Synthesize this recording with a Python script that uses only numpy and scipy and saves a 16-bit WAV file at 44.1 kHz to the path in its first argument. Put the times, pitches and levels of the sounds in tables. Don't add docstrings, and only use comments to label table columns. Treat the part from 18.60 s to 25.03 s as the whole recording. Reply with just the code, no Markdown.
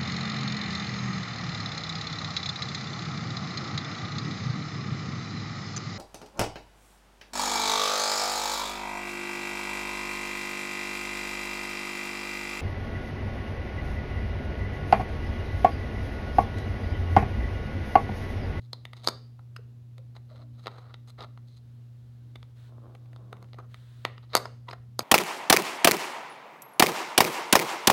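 import sys
import numpy as np
from scipy import signal
from scipy.fft import rfft, irfft
from scipy.io import wavfile
from scipy.ndimage import map_coordinates

SR = 44100
rng = np.random.default_rng(int(sys.argv[2]) if len(sys.argv) > 2 else 0)


def to_wav(s):
    ch = np.atleast_2d(s).T
    pcm = np.round(np.clip(ch, -1, 1) * 32767)
    wavfile.write(sys.argv[1], SR, pcm.astype(np.int16))


N = 283563
TIME = np.arange(N) / SR

# (frequency [Hz], rms level [dB], waver [dB])
HUM_TONES = [(120.2, -46.5, 0.54), (118, -66, 2.5), (235.1, -67, 3), (294, -80.5, 5.5)]
# (frequency [Hz], relative density [dB])
AIR_SPECTRUM = [(25, -15), (45, -13), (65, 5), (100, 5.5), (170, -4.5), (300, -11.5), (500, -16.5),
                (1000, -24.5), (2000, -30.5), (4000, -31), (8000, -39), (16000, -40.5)]
# (start [s], end [s], tray rub [dB], ping over the rub [dB], hardness [0-1])
SLIDE_STROKES = [(0.01, 0.074, -82, 10, 0.45), (0.347, 0.47, -64, 1.5, 0.48),
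                 (0.438, 0.484, -53, 2.5, 0.66), (1.545, 1.585, -61.5, -7.5, 0.6),
                 (1.678, 1.849, -64, -6.5, .4), (1.923, 2.084, -68.5, -2, 0.56),
                 (2.042, 2.248, -58, -11.5, 0.5), (2.22, 2.349, -61.5, -13.5, .1),
                 (2.47, 2.51, -62.5, 1, 0.71), (2.573, 2.657, -48, -10.5, 0.35),
                 (2.863, 3.001, -80.5, 10.5, .55), (4.959, 5.068, -58.5, -22, 0.7),
                 (5.623, 5.657, -65, -4.5, .15), (5.687, 5.756, -62.5, -3, 0.3),
                 (5.735, 5.762, -37, -7, 0.1), (6.06, 6.151, -56, -14, 0.74)]
# (frequency [Hz], level [dB], t60 [s])
TRAY_MODES = [(202, -16.5, .02), (439, -6.5, .016), (560, -2, .011), (722, 0.5, 0.011), (990, -1, 0.0069),
              (1218, 6.5, .010)]
# (frequency [Hz], level [dB], t60 [s])
RIM_MODES = [(1870, -2.5, 0.0033), (2083, -0.5, .006), (2683, -8, .005), (3055, -9, .004)]
# (frequency [multiple of its pitch], level [dB], t60 before grip damping [s])
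PIECE_MODES = [(.85, -8, .004), (.93, -7, .005), (1.01, -3, .014), (1.1, -16, .004)]
# (frequency [Hz], level [dB], t60 [s])
CRACK_MODES = [(6430, -1, 0.0052), (8140, -8.5, 0.0028), (9350, -2, 0.002), (10700, -5, 0.0012),
               (11900, -2, 0.0035), (13290, -5.5, 0.0073)]
# (low [Hz], high [Hz], bare snap [gain])
PART_BANDS = [(215, 1310, 1.2), (1750, 3300, .8), (3400, 5250, .3), (5900, 15000, 1.0)]
# (frequency [Hz], gain [dB], t60 [s])
LINGER_MODES = [(4646, -7.5, .2), (4727, -6.5, 0.42), (5060, -6.5, .35)]
# (frequency [Hz], level [dB], t60 [s])
ROOM_DECAY = [(150, -5.5, 0.3), (450, -10, 0.38), (1180, -12.5, 0.27), (2500, -15, 0.4917),
              (3584, -15, 0.38), (4700, -13.5, 0.11), (5898, -23.5, 0.7), (8530, -15, 0.15),
              (14000, -19, 0.24)]
# (time [s], knock rms over 5 ms [dB], rim over knock [dB],
# ping over knock [dB], hardness [0 flat face - 1 sharp edge], freedom [0 gripped - 1 loose],
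# scuff [0 clean - 1 grating])
TAP_HITS = [(0.132, -40.5, -13, 7, 0.25, 0.39, 0.24), (0.2531, -47, 4.5, 1, 0.49, .07, 0.24),
            (0.3333, -46.5, -1.5, -5.5, 0.53, .15, 0.64), (0.474, -23, -21.5, 4, 0.34, .7, 0.051),
            (0.4857, -26.5, -12, -2, 0.71, .85, .8), (0.7926, -53.5, -18, -18, 0.57, 0.29, .8),
            (0.964, -54.5, 7.5, 4.5, 0.63, 1, 1), (1.3813, -56, -4.5, -3.5, 0.67, 0.24, 0.39),
            (1.565, -50, -8, -4, .1, 0.31, 0.98), (2.0596, -41, -9.5, -8.5, 0.16, 0.13, 0.38),
            (2.0697, -32.5, -10, -6, .3, 0.27, 0.26), (2.0791, -36, -12, -13, 0.21, 0.16, 0.26),
            (2.342, -48, -3.5, 0, 0.19, .15, 0.32), (2.607, -43, -11, -2.5, 0.12, 0.22, 0.89),
            (2.6264, -50.5, -14, 0.5, .35, 0.17, .9), (2.7755, -52, -10.5, -14, 0.55, .4, 0.27),
            (3.7574, -48, -3, -2, 0.4, .02, .8), (3.829, -53.5, -5.5, -2.5, 0.37, .02, 0.26),
            (4.562, -51.5, -20.5, -7, 0.47, .05, 0.2), (4.7285, -38.5, -13.5, -15.5, 0.68, 0.16, 0.31),
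            (4.827, -51.5, -18, -10.5, .8, 0.43, 0.078), (4.9328, -53, -5, -0.5, 0.13, 0.1, 0.25),
            (4.9438, -51, -10, -14, 0.6, .5, 0.87), (4.987, -40.5, -23, -24, 0.78, .45, 0.75),
            (5.1438, -49, -1, -4, 0.59, 0.017, 0.32), (5.451, -25.5, -2, -7, 0.5, .05, 0.14),
            (5.58, -50, -5.5, -7, 0.055, .03, .3), (5.7341, -41.5, -3.5, 2, .15, 0.043, 0.44),
            (5.7522, -14, -13, -7, 0.94, .62, 0.1), (5.7604, -39.5, 4, 9, .3, .64, .6),
            (5.7675, -26, -12, 0, 0.72, .8, 0.14), (5.7742, -30.5, -6.5, -0.5, .7, 1, .9),
            (5.8557, -33.5, -16, -12.5, 0.52, 1, 0.46), (6.087, -43, -4, -5, 0.24, .15, 0.91),
            (6.1117, -43.5, -4, -2.5, .3, .9, 1), (6.1316, -36.5, -12.5, -13, 0.51, .3, 0.45),
            (6.3926, -24.5, -21.5, -2, .8, 0.915, 0.16), (6.406, -42, 0.5, -5.5, 0.58, .6, 0.68)]
# (time [s], length [s], slip rate [Hz], level [dB], octave over the fundamental [dB])
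EDGE_SQUEAKS = [(0.963, 0.0038, 1370, -33, -3), (4.982, 0.017, 1200, -39, -20.5),
                (6.08, 0.014, 998, -35, -7.5), (6.136, 0.0056, 780, -49, -6.5)]
# (time [s], pitch [Hz], level [dB], t60 [s])
HOLLOW_NOTES = [(0.9865, 450, -51, 0.067), (1.383, 500, -56.5, 0.17), (1.708, 560, -52, 0.28),
                (1.79, 628, -52.5, 0.23)]
# (start [s], end [s], level [dB])
BRUSH_STROKES = [(3.0, 3.95, -78), (3.944, 4.118, -67), (4.095, 5.0, -80), (5.08, 5.502, -67)]
# (frequency [Hz], relative density [dB])
SKIN_SPECTRUM = [(150, -13), (500, 7), (900, 1), (1500, 7.5), (2500, -1), (3800, 6), (5200, -6.5),
                 (9000, -9), (13500, -17), (16000, -7.5)]
# (start [s], end [s], level [dB], slip rate [Hz])
FINGER_CREAKS = [(4.073, 4.223, -62, 49), (4.2, 4.361, -58.5, 107), (4.351, 4.602, -69, 250),
                 (4.562, 4.881, -62.5, 294)]
# (frequency [Hz], level [dB], t60 [s])
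PRESSED_MODES = [(343, -1, 0.014), (517, -6.5, 0.013), (698, -16, 0.0062), (1060, -13.5, 0.023)]
# (start [s], end [s], pitch [Hz], level [dB])
HAND_DRONES = [(4.6, 4.885, 194, -59.5), (6.259, 6.392, 198.5, -61.5)]

SCUFF_LEAD_S = .008


def from_db(db):
    return 10 ** (np.asarray(db) / 20)


def rms_one(x):
    return x / np.sqrt(np.mean(x ** 2) + 1e-20)


def unit_energy(x):
    return x / np.sqrt(np.sum(x ** 2) + 1e-20)


def between(low, high, share):
    return low + (high - low) * np.clip(share, 0, 1)


def band(x, low_hz, high_hz, order=2):
    return signal.sosfilt(signal.butter(order, [low_hz, high_hz], "band", fs=SR, output="sos"), x)


def soften(x, top_hz):
    return signal.sosfilt(signal.butter(2, top_hz, fs=SR, output="sos"), x)


def at_hz(rows, hz):
    freqs, *columns = np.transpose(rows)
    return [np.interp(np.log(hz), np.log(freqs), c) for c in columns]


def noise(spectrum):
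    db, = at_hz(spectrum, np.maximum(np.fft.rfftfreq(N, 1 / SR), 1))
    return rms_one(irfft(rfft(rng.standard_normal(N)) * from_db(db), N))


def drift(rate_hz):
    knots = rng.standard_normal(4096)
    return rms_one(map_coordinates(knots, [TIME * rate_hz], order=2, mode="wrap"))


def swell(start, end, ramp_s=.035):
    return np.clip(np.minimum(TIME - start, end - TIME) / ramp_s, 0, 1)


def add(out, time_s, sound):
    start = max(round(time_s * SR), 0)
    out[start:start + len(sound)] += sound[:max(N - start, 0)]


def parts(db, rim_db, ping_db, hardness, freedom):
    pitch_hz = between(3480, 4985, freedom)
    ring_share = between(.55, .9, freedom)
    piece = [(ratio * pitch_hz, mode_db, t60 * ring_share) for ratio, mode_db, t60 in PIECE_MODES]
    crack_db = ping_db + between(-27, 2, hardness)
    levels_db = db + np.array([0, rim_db, ping_db, crack_db])
    return zip((TRAY_MODES, RIM_MODES, piece, CRACK_MODES), PART_BANDS, levels_db)


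def ring(modes, low_hz, high_hz, snap):
    t = np.arange(2048) / SR
    hz, db, t60 = np.transpose(modes)[:, :, None]
    weight_db, detune = rng.standard_normal((2, len(modes), 1))
    hz = hz * (1 + .008 * detune)
    sound = np.sum(from_db(db + weight_db - 60 * t / t60) * np.cos(2 * np.pi * hz * t), axis=0)
    sound[0] += snap
    return band(sound, low_hz, high_hz, order=3)


def hum(waver_hz=6):
    out = np.zeros(N)
    for hz, db, waver_db in HUM_TONES:
        level = from_db(db + waver_db * drift(waver_hz))
        out += level * np.sqrt(2) * np.sin(2 * np.pi * (hz * TIME + rng.random()))
    return out


def air(db=-59.5):
    return from_db(db) * noise(AIR_SPECTRUM)


def slides(slip_hz=1400, uneven_db=2.5, pressure_db=4):
    out = np.zeros(N)
    sizes = from_db(uneven_db * np.minimum(rng.exponential(1, N), 5) + pressure_db * drift(70))
    slipping = rng.random(N) < slip_hz / SR
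    slips = soften(slipping * sizes * rng.choice([-1, 1], N) + 1e-18, top_hz=8000)
    for start, end, db, ping_db, hardness in SLIDE_STROKES:
        stroke = slips[round(start * SR):round(end * SR)]
        stroke = stroke * signal.windows.tukey(len(stroke), .4)
        rim_db = -8.5 + .5 * ping_db
        for modes, limits, part_db in parts(db, rim_db, ping_db, hardness, freedom=.33):
            rub = unit_energy(signal.fftconvolve(stroke, ring(modes, *limits)))
            add(out, start, from_db(part_db) * np.sqrt(len(stroke)) * rub)
    return out


def linger(x):
    out = np.zeros(N)
    for hz, db, t60 in LINGER_MODES:
        radius = from_db(-60 / (t60 * SR))
        feedback = [1, -2 * radius * np.cos(2 * np.pi * hz / SR), radius ** 2]
        out += from_db(db) * signal.lfilter([1 - radius, 0, radius - 1], feedback, x + 1e-18)
    return out


def room(x, predelay_s=.0041, early_db=7, early_s=.0065):
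    t = np.arange(int(.8 * SR)) / SR
    edges_hz = 100 * 2 ** np.arange(0, 8, .5)
    early_lift = 1 + from_db(early_db) * np.exp(-t / early_s)
    response = np.zeros(len(t))
    for low, high in zip(edges_hz, edges_hz[1:]):
        db, t60 = at_hz(ROOM_DECAY, np.sqrt(low * high))
        envelope = unit_energy(from_db(-60 * t / t60)) * early_lift * (t > predelay_s)
        response += from_db(db) * band(rng.standard_normal(len(t)) * envelope, low, high)
    return signal.fftconvolve(x, response)[:N]


def contact(db, rim_db, ping_db, hardness, freedom, scuff, catch_s=.0014, drag_s=.0024):
    t = (np.arange(900) - round(SCUFF_LEAD_S * SR)) / SR
    burst = rng.standard_normal(len(t)) * np.exp(-np.abs(t) / np.where(t < 0, catch_s, drag_s))
    grit = .012 + .72 * scuff ** 2
    force = soften((t == 0) + grit * burst, top_hz=between(9800, 11000, hardness))
    hit = sum(from_db(part_db) * unit_energy(np.convolve(force, ring(modes, *limits)))
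              for modes, limits, part_db in parts(db, rim_db, ping_db, hardness, freedom))
    return np.sqrt(.005 * SR) * hit


def taps():
    out = np.zeros(N)
    for time_s, *touch in TAP_HITS:
        add(out, time_s - SCUFF_LEAD_S, contact(*touch))
    return out


def squeaks():
    out = np.zeros(N)
    for time_s, length_s, hz, db, octave_db in EDGE_SQUEAKS:
        phase = 2 * np.pi * hz * np.arange(round(length_s * SR)) / SR
        tone = np.sin(phase) + from_db(octave_db) * np.sin(2 * phase)
        add(out, time_s, from_db(db) * signal.windows.hann(len(phase)) * tone)
    return out


def hollows(width_hz=110):
    out, t = np.zeros(N), TIME[:SR // 2]
    for time_s, hz, db, t60 in HOLLOW_NOTES:
        note = rms_one(band(rng.standard_normal(len(t)), hz - width_hz / 2, hz + width_hz / 2))
        add(out, time_s, from_db(db - 60 * t / t60) * note)
    return out


def brushes():
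    return noise(SKIN_SPECTRUM) * sum(from_db(db) * swell(start, end) for start, end, db in BRUSH_STROKES)


def creaks(jitter=.3, uneven_db=2.5, rub_db=-3):
    out = np.zeros(N)
    for start, end, db, slip_hz in FINGER_CREAKS:
        gap, size = rng.standard_normal((2, 256))
        slip_times = start + np.cumsum(np.exp(jitter * gap) / slip_hz)
        slips = np.bincount((slip_times * SR).astype(int), from_db(uneven_db * size), N)[:N]
        rub = rng.standard_normal(N)
        pressure = swell(start, end)
        force = unit_energy(slips * pressure) + from_db(rub_db) * unit_energy(rub * pressure)
        tray = ring(PRESSED_MODES, low_hz=230, high_hz=1250, snap=0)
        creak = unit_energy(signal.oaconvolve(force, tray)[:N])
        out += from_db(db) * np.sqrt((end - start) * SR) * creak
    return out


def ticks(count=10, start_s=4.3, end_s=4.98, softest_db=-70, loudest_db=-53):
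    out = np.zeros(N)
    for when, size, looseness in rng.random((count, 3)):
        db = between(softest_db, loudest_db, size)
        tick = contact(db, rim_db=-5.5, ping_db=-13, hardness=.78, freedom=.38 * looseness, scuff=.35)
        add(out, between(start_s, end_s, when), tick)
    return out


def drones():
    return sum(from_db(db) * swell(start, end) * np.sqrt(2) * np.sin(2 * np.pi * hz * TIME)
               for start, end, hz, db in HAND_DRONES)


def scene(room_db=-1.5):
    puzzle = taps() + slides() + squeaks() + hollows() + brushes() + creaks() + ticks() + drones()
    return (puzzle + linger(puzzle) + from_db(room_db) * room(puzzle) + hum() + air())[None]


def record(dry, ceiling=.88, cutoff_hz=16400):
    low_pass = signal.ellip(10, .1, 80, cutoff_hz, fs=SR, output="sos")
    return signal.sosfilt(low_pass, np.clip(dry, -ceiling, ceiling))


dry = scene()
out = record(dry)
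to_wav(out)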